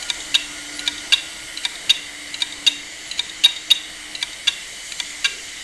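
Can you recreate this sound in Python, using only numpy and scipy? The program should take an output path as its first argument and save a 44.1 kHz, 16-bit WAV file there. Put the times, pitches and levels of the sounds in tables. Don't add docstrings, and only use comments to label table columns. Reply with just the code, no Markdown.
import sys
import numpy as np
from scipy import signal
from scipy.fft import rfft, irfft, next_fast_len
from scipy.io import wavfile
from scipy.ndimage import uniform_filter1d

SR = 44100
rng = np.random.default_rng(int(sys.argv[2]) if len(sys.argv) > 2 else 0)


def generate_wav(sig):
    pcm = np.round(np.clip(np.atleast_2d(sig).T, -1, 1) * 32767).astype(np.int16)
    wavfile.write(sys.argv[1], SR, pcm)


N = 248283

# t/s, level/dB, clatter/dB (other modes against the two main ones, before clatter_share), whistle/dB
TWITCHES = [(0.0243, -29.5, 6, -44), (.792, -25.5, -3, -39), (1.572, -25.5, -10, -47),
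            (2.342, -24.5, -8, -46), (3.112, -24, -8, -46), (4.1505, -25, -11, -47), (4.9195, -28, 13, -48)]

SWING = dict(order=0, grit=1.5, kick=1.7, held_s=0.27, scrape_db=-11, scrape_s=0.021)
STOP = dict(order=1, grit=0.92, kick=3.1, held_s=0.016, scrape_db=-14, scrape_s=0.0042)
JERK = dict(order=2, grit=0.88, kick=0.54, held_s=0.041, scrape_db=-9, scrape_s=0.0047)


def amp(db):
    return 10 ** (np.asarray(db) / 20)


def unit(x):
    return x / np.sqrt(np.mean(abs(x) ** 2) + 1e-20)


def read(points, hz):
    f_hz, value = np.transpose(points)
    return np.interp(np.log(hz + 1), np.log(f_hz), value)


def follow(rows):
    knot_s, *columns = np.transpose(rows)
    time_s = np.arange(N) / SR
    return [np.interp(time_s, knot_s, column) for column in columns]


def add(mix, start_s, sound):
    part = mix[max(round(start_s * SR), 0):][:len(sound)]
    part += sound[:len(part)]


def colour(x, points):
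    size = next_fast_len(len(x) + 512)
    gain = amp(read(points, np.fft.rfftfreq(size, 1 / SR)))
    return irfft(rfft(x, size) * gain, size)[:len(x)]


def drift(per_s):
    knots = rng.standard_normal(512)
    return unit(np.interp(np.arange(N) / SR * per_s, np.arange(len(knots)), knots))


def tone(hz, waver_hz, per_s):
    turns = np.cumsum(hz + waver_hz * drift(per_s)) / SR
    return unit(np.sin(2 * np.pi * turns))


def ring(hz, width_hz):
    size = next_fast_len(N)
    f_hz = np.fft.rfftfreq(size, 1 / SR)
    response = 1 / (1 + (2 * (f_hz - hz) / width_hz) ** 2)
    return unit(irfft(rfft(rng.standard_normal(size)) * response, size)[:N])


def head_arm():
    # t/s, level/dB, chatter length/s, clatter/dB, rebound/dB
    knocks = [(.1, -17.5, 0.0014, 5.5, -34), (0.8763, -15, 0.0037, 5.5, -34),
              (1.6506, -16.5, 0.0022, 4.5, -33.5), (2.4196, -15, 0.0043, 0, -30.5),
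              (3.1927, -16, .0032, -1, -31.5), (4.226, -17.5, 0.0033, 7.5, -34),
              (5.0, -20.5, .0015, 14, -41)]
    # t/s, swing/dB, swing bass/dB, travel/s, slam/dB, chatter length/s, clatter/dB
    slams = [(0.3428, -14, 4, 0.0086, -9.5, .0044, 5), (1.1219, -11, 6, 0.011, -8, 0.0073, 1.5),
             (1.8946, -13.5, -3, .008, -7, 0.0071, -1), (2.665, -13, -6, .0085, -8, 0.0073, -2.5),
             (3.4373, -13.5, -5, .0089, -3.5, .0077, -8.5), (3.7031, -14.5, -3.5, .0087, -4, .0067, -4.5),
             (4.4715, -15.5, 6, .0073, -12.5, .0065, 7.5), (5.244, -13.5, 12, .011, -17.5, 0.0066, 4)]
    push_lead_s, push_db = 0.0153, -13.5
    rebound_s = 0.103
    bounce_s, bounce_db, bounce_rebound_db = 3.4592, -12.5, -29.5

    out = np.zeros(N)
    for start_s, db, clatter_db, _ in TWITCHES:
        jerk = blow(0.0033, bass_db=-1, middle_db=-0.6, treble_db=0.5, clatter_db=clatter_db, **JERK)
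        add(out, start_s, amp(db) * jerk)

    for start_s, db, length_s, clatter_db, rebound_db in knocks:
        push = blow(0.0095, bass_db=9, middle_db=-4, treble_db=4.5, **JERK)
        add(out, start_s - push_lead_s, amp(db + push_db) * push)
        knock = blow(length_s, bass_db=1, middle_db=-2, treble_db=1, clatter_db=clatter_db, **STOP)
        add(out, start_s, amp(db) * knock)
        add(out, start_s + rebound_s, amp(rebound_db) * rebound(clatter_db))

    for start_s, swing_db, bass_db, travel_s, slam_db, length_s, clatter_db in slams:
        swing = blow(0.01, bass_db=bass_db, middle_db=0, treble_db=1.5, **SWING)
        add(out, start_s, amp(swing_db) * swing)
        slam = blow(length_s, bass_db=-9, middle_db=1, treble_db=-7, clatter_db=clatter_db, **STOP)
        add(out, start_s + travel_s, amp(slam_db) * slam)

    bounce = blow(0.0016, bass_db=3, middle_db=-4, treble_db=0.5, **STOP)
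    add(out, bounce_s, amp(bounce_db) * bounce)
    add(out, bounce_s + rebound_s, amp(bounce_rebound_db) * rebound(0))
    return out


def blow(length_s, bass_db, middle_db, treble_db, order, grit, kick, held_s, scrape_db, scrape_s,
         clatter_db=0):
    # f/Hz, t60/s, full swing/dB, stop hit/dB, short twitch/dB
    modes = [(764, 0.065, -44, -24.5, -43), (966, 0.16, -56, -18, -40), (1111, 0.12, -22, -30.5, -37),
             (1414, 0.091, -19.5, -30, -22), (1624, 0.062, -9.5, -16.5, -33),
             (1820, 0.044, -25, -18.5, -28), (2335.5, 0.087, -10.5, -11, -5.5),
             (2410, 0.025, -18, -19, -18), (2730, 0.061, -21, -39, -26), (2772, 0.027, 6, -18.5, -7),
             (2747, 0.47, -5.5, -20.5, -10), (2965, 0.059, -14, -27, -4), (3120, 0.029, -34, -46, -7),
             (3384, 0.021, -4, -8, -23), (3461, 0.02, -4.5, -3, -26), (3743, 0.04, -6, 4, -18),
             (3905, 0.049, -3.5, -14, -3.5), (4065, 0.014, -12, -12, 2.5), (4538, 0.013, -3, -8.5, -14),
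             (4630, 0.018, -8, -9.5, -10), (4795, .03, -7.5, -18.5, -14), (5580, 0.016, -15.5, -23.5, -15),
             (5800, 0.046, -15, -21, -27), (6290, 0.04, -16, -19.5, -28), (6294, 0.029, -6.5, -18, -8),
             (6850, 0.047, -10, -25, -5), (7080, 0.012, -15, -20, -29), (8700, 0.015, -15, -15.5, -11)]
    # f/Hz, relative density/dB per Hz
    scrape_spectrum = [(100, -49), (500, -10), (1200, -11), (2500, 10), (4200, 1), (5200, -1), (7000, -2),
                       (9000, -4), (11500, -7.5), (14000, -20)]
    clatter_share = (0.93, 1.08, .8)

    t = np.arange(SR // 4) / SR
    bass, middle, treble = np.array([bass_db, middle_db, treble_db]) + clatter_db * np.array(clatter_share)
    balance = [(2400, bass), (2750, 0), (3400, middle), (3500, middle), (3750, 0), (4550, treble)]
    force = (1 + kick * np.exp(-t / 0.0014)) / (1 + (t / length_s) ** 8)

    ringing = np.zeros(len(t))
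    for hz, t60_s, *mode_db in modes:
        real, imag = uniform_filter1d(rng.standard_normal((2, len(t))), size=48, axis=1)
        uneven_force = force * (1 + grit * unit(real + 1j * imag))
        decay = amp(-60 / (t60_s * SR))
        swell = signal.lfilter([1], [1, -decay], uneven_force)
        detune = 1 + 0.002 * rng.standard_normal()
        mode = (swell * np.exp(2j * np.pi * (hz * detune * t + rng.random()))).real
        ringing += amp(mode_db[order] + read(balance, hz)) * unit(mode)
    ringing *= 0.5 + 0.5 / (1 + (t / held_s) ** 8)

    scrape = colour(rng.standard_normal(len(t)), scrape_spectrum)
    scrape *= np.exp(-np.maximum(t - length_s, 0) / scrape_s)
    sound = unit(ringing) + amp(scrape_db + treble / 2) * unit(scrape)
    return sound / np.std(sound[:SR // 50])


def rebound(clatter_db):
    return blow(0.0033, bass_db=-7, middle_db=-5.5, treble_db=1.5, clatter_db=clatter_db, **STOP)


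def servo(hz=10740, width_hz=240, lead_s=0.053, length_s=0.083):
    gate = np.zeros(N)
    for twitch_s, _, _, whistle_db in TWITCHES:
        start_s = max(twitch_s - lead_s, 0)
        end_s = twitch_s - lead_s + length_s
        window = signal.windows.tukey(int((end_s - start_s) * SR), 0.3)
        add(gate, start_s, amp(whistle_db) * window)
    return gate * ring(hz, width_hz)


def platter_hiss(level_db=-32.5, patchy_db=1.24, edge_hz=12300, aspect_depth=1.1):
    # f/Hz, relative density/dB per Hz
    air = [(20, 0), (45, 3.5), (80, -1.5), (250, -4), (700, -0.5), (1000, -3), (1600, 0), (2600, -2.5),
           (3600, 3.5), (5200, -1), (6800, 2), (8500, 0.5), (9100, -6), (11200, -8)]
    # f/Hz, width/Hz (before narrowing), power over the air/dB
    resonances = [(316, 25, 5.5), (680, 27, 4.5), (2065, 310, 14), (2997, 256, 9.5), (4570, 260, 3)]
    # t/s, near 900 Hz/dB, near 6 kHz/dB, near 7 kHz/dB, near 8 kHz/dB
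    aspect = [(0.0, -47.5, -45, -44, -45), (0.56, -47, -44.5, -43.5, -44.5), (0.99, -47, -43, -48, -45.5),
              (1.6, -49, -46, -49.5, -43.5), (1.9, -47, -46.5, -49, -46), (2.18, -49, -47, -48.5, -46),
              (2.68, -49, -47.5, -45, -48), (3.56, -49, -46.5, -45, -48.5),
              (4.01, -48.5, -46.5, -49, -46.5), (4.37, -50, -47, -50, -46), (5.0, -50.5, -44.5, -42, -44.5),
              (5.63, -52.5, -45, -47.5, -47)]
    narrowing = 0.64

    hz, t, z = signal.stft(rng.standard_normal(N), SR, nperseg=2048, noverlap=1536)
    peaks = sum(amp(db) ** 2 / (1 + ((hz - centre_hz) / (narrowing * width_hz)) ** 2) ** 2
                for centre_hz, width_hz, db in resonances)
    shape = amp(read(air, hz)) * np.sqrt((1 + peaks) / (1 + (hz / edge_hz) ** 50))

    knot_s, *bands = np.transpose(aspect)
    low, *treble = [np.interp(t, knot_s, band - np.mean(band)) for band in bands]
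    centres_hz = [900, 2500, 6000, 7050, 8000]
    courses_db = [low, np.zeros(len(t)), *treble]
    aspect_db = sum(np.outer(np.interp(hz, centres_hz, share), course_db)
                    for share, course_db in zip(np.eye(len(centres_hz)), courses_db))

    patches = uniform_filter1d(rng.standard_normal(z.shape), size=20, axis=0)
    patches = unit(uniform_filter1d(patches, size=5, axis=1))
    z = z * shape[:, None] * amp(aspect_depth * aspect_db + patchy_db * patches)
    hiss = signal.istft(z, SR, nperseg=2048, noverlap=1536)[1][:N]
    return amp(level_db) * unit(hiss)


def spindle(shaft_hz=120.13, waver_db=3.0, wobble_hz=0.0493):
    # multiple of shaft speed [ratio], level/dB before waver
    whine_orders = [(36, -59), (37, -62), (56, -62), (58, -60), (60, -54), (66, -55), (72, -54)]
    # f/Hz, width/Hz, level/dB
    rings = [(186, 35, -63.5), (3830, 3.5, -50.5), (11100, 25, -59)]

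    turns = np.cumsum(shaft_hz + wobble_hz * drift(20)) / SR
    out = np.zeros(N)
    for multiple, db in whine_orders:
        whine = unit(np.sin(2 * np.pi * (multiple * turns + rng.random())))
        out += amp(db + waver_db * drift(3.51)) * whine
    for hz, width_hz, db in rings:
        out += amp(db) * ring(hz, width_hz)
    return out


def drone(whirr_hz=1433, swell_db=1.5, flutter_db=2.5):
    # t/s, f/Hz, level/dB before swell
    low_drone = [(0, 296, -55.5), (.35, 295, -46.5), (.9, 295.4, -41.5), (1.35, 293, -58.5),
                 (1.95, 294.6, -56), (2.22, 293.3, -45.5), (2.42, 290, -51.5), (2.73, 290, -44),
                 (2.9, 291.6, -58), (5.63, 290, -79)]
    # t/s, f/Hz, level/dB before swell
    high_drone = [(0, 321, -61), (1.25, 319, -51), (1.55, 319, -55.5), (2.8, 314, -59), (3.55, 311, -51),
                  (4.1, 303.7, -49.5), (4.6, 302, -63.5), (5.15, 295.6, -52), (5.63, 292, -61)]
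    # t/s, level/dB before flutter
    whirr_course = [(0, -48), (.12, -44), (.35, -53.5), (.85, -41.5), (1.1, -48), (1.6, -51), (2.2, -70),
                    (5.63, -70)]

    out = np.zeros(N)
    for course in (low_drone, high_drone):
        hz, db = follow(course)
        out += amp(db + swell_db * drift(7)) * tone(hz, waver_hz=1.28, per_s=25)
    whirr_db, = follow(whirr_course)
    whirr = tone(whirr_hz, waver_hz=11.8, per_s=80)
    return out + amp(whirr_db + flutter_db * drift(29.9)) * whirr


def rustle(start_s=5.24, length_s=0.22, hz=410, width_hz=190, db=-48.0):
    gate = np.zeros(N)
    add(gate, start_s, amp(db) * signal.windows.tukey(int(length_s * SR), 0.6))
    return gate * ring(hz, width_hz)


def desk_hum(hz=39):
    # t/s, level/dB
    hum_course = [(0, -55), (1.2, -56.5), (3.2, -65), (3.9, -56.5), (5.63, -59)]
    level_db, = follow(hum_course)
    return amp(level_db) * tone(hz, waver_hz=1.16, per_s=8)


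def room(x, t60_s=0.46, wet_db=-16, build_s=0.027):
    t = np.arange(SR // 2) / SR
    sideways = colour(x, [(1000, 0.5), (2500, 2.5), (3100, 3.5), (3550, 2.5), (3760, -3.0),
                          (3950, -0.5), (4500, 0.0), (7000, 3)])
    wet = np.zeros(N)
    for place in np.arange(3) / 3:
        taps = rng.standard_normal(len(t)) * (rng.random(len(t)) < 3000 / SR)
        tail = taps * amp(-60 * t / t60_s) * (1 - np.exp(-(t / build_s) ** 2))
        share = np.sqrt(2 / 3) * np.cos(np.pi * (np.arange(N) / SR / 2 + place))
        wet += signal.fftconvolve(share * sideways, tail / np.linalg.norm(tail))[:N]
    return x + amp(wet_db) * wet


def scene():
    mix = room(head_arm()) + servo() + platter_hiss() + spindle() + drone() + rustle() + desk_hum()
    return mix[None]


def record(dry, threshold_db=-18, squeeze_db_per_db=0.12, recovery_db_per_s=8, ceiling=0.73, edge_hz=15830):
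    x = colour(dry[0], [(12800, 0), (14200, -18)])

    power_db = 10 * np.log10(abs(uniform_filter1d(x ** 2, size=256)) + 1e-12)
    fall_db = np.arange(N) / SR * recovery_db_per_s
    held_db = np.maximum.accumulate(power_db + fall_db) - fall_db
    x = x * amp(-squeeze_db_per_db * np.maximum(held_db - threshold_db, 0))

    x = x / (1 + abs(x / ceiling) ** 12) ** (1 / 12)
    x = colour(x, [(9000, -0.5), (11400, -3.5), (13000, -12), (15500, -12)])
    band_limit = signal.firwin(511, edge_hz, window=("kaiser", 9), fs=SR)
    return signal.oaconvolve(x, band_limit, "same")[None]


dry = scene()
out = record(dry)
generate_wav(out)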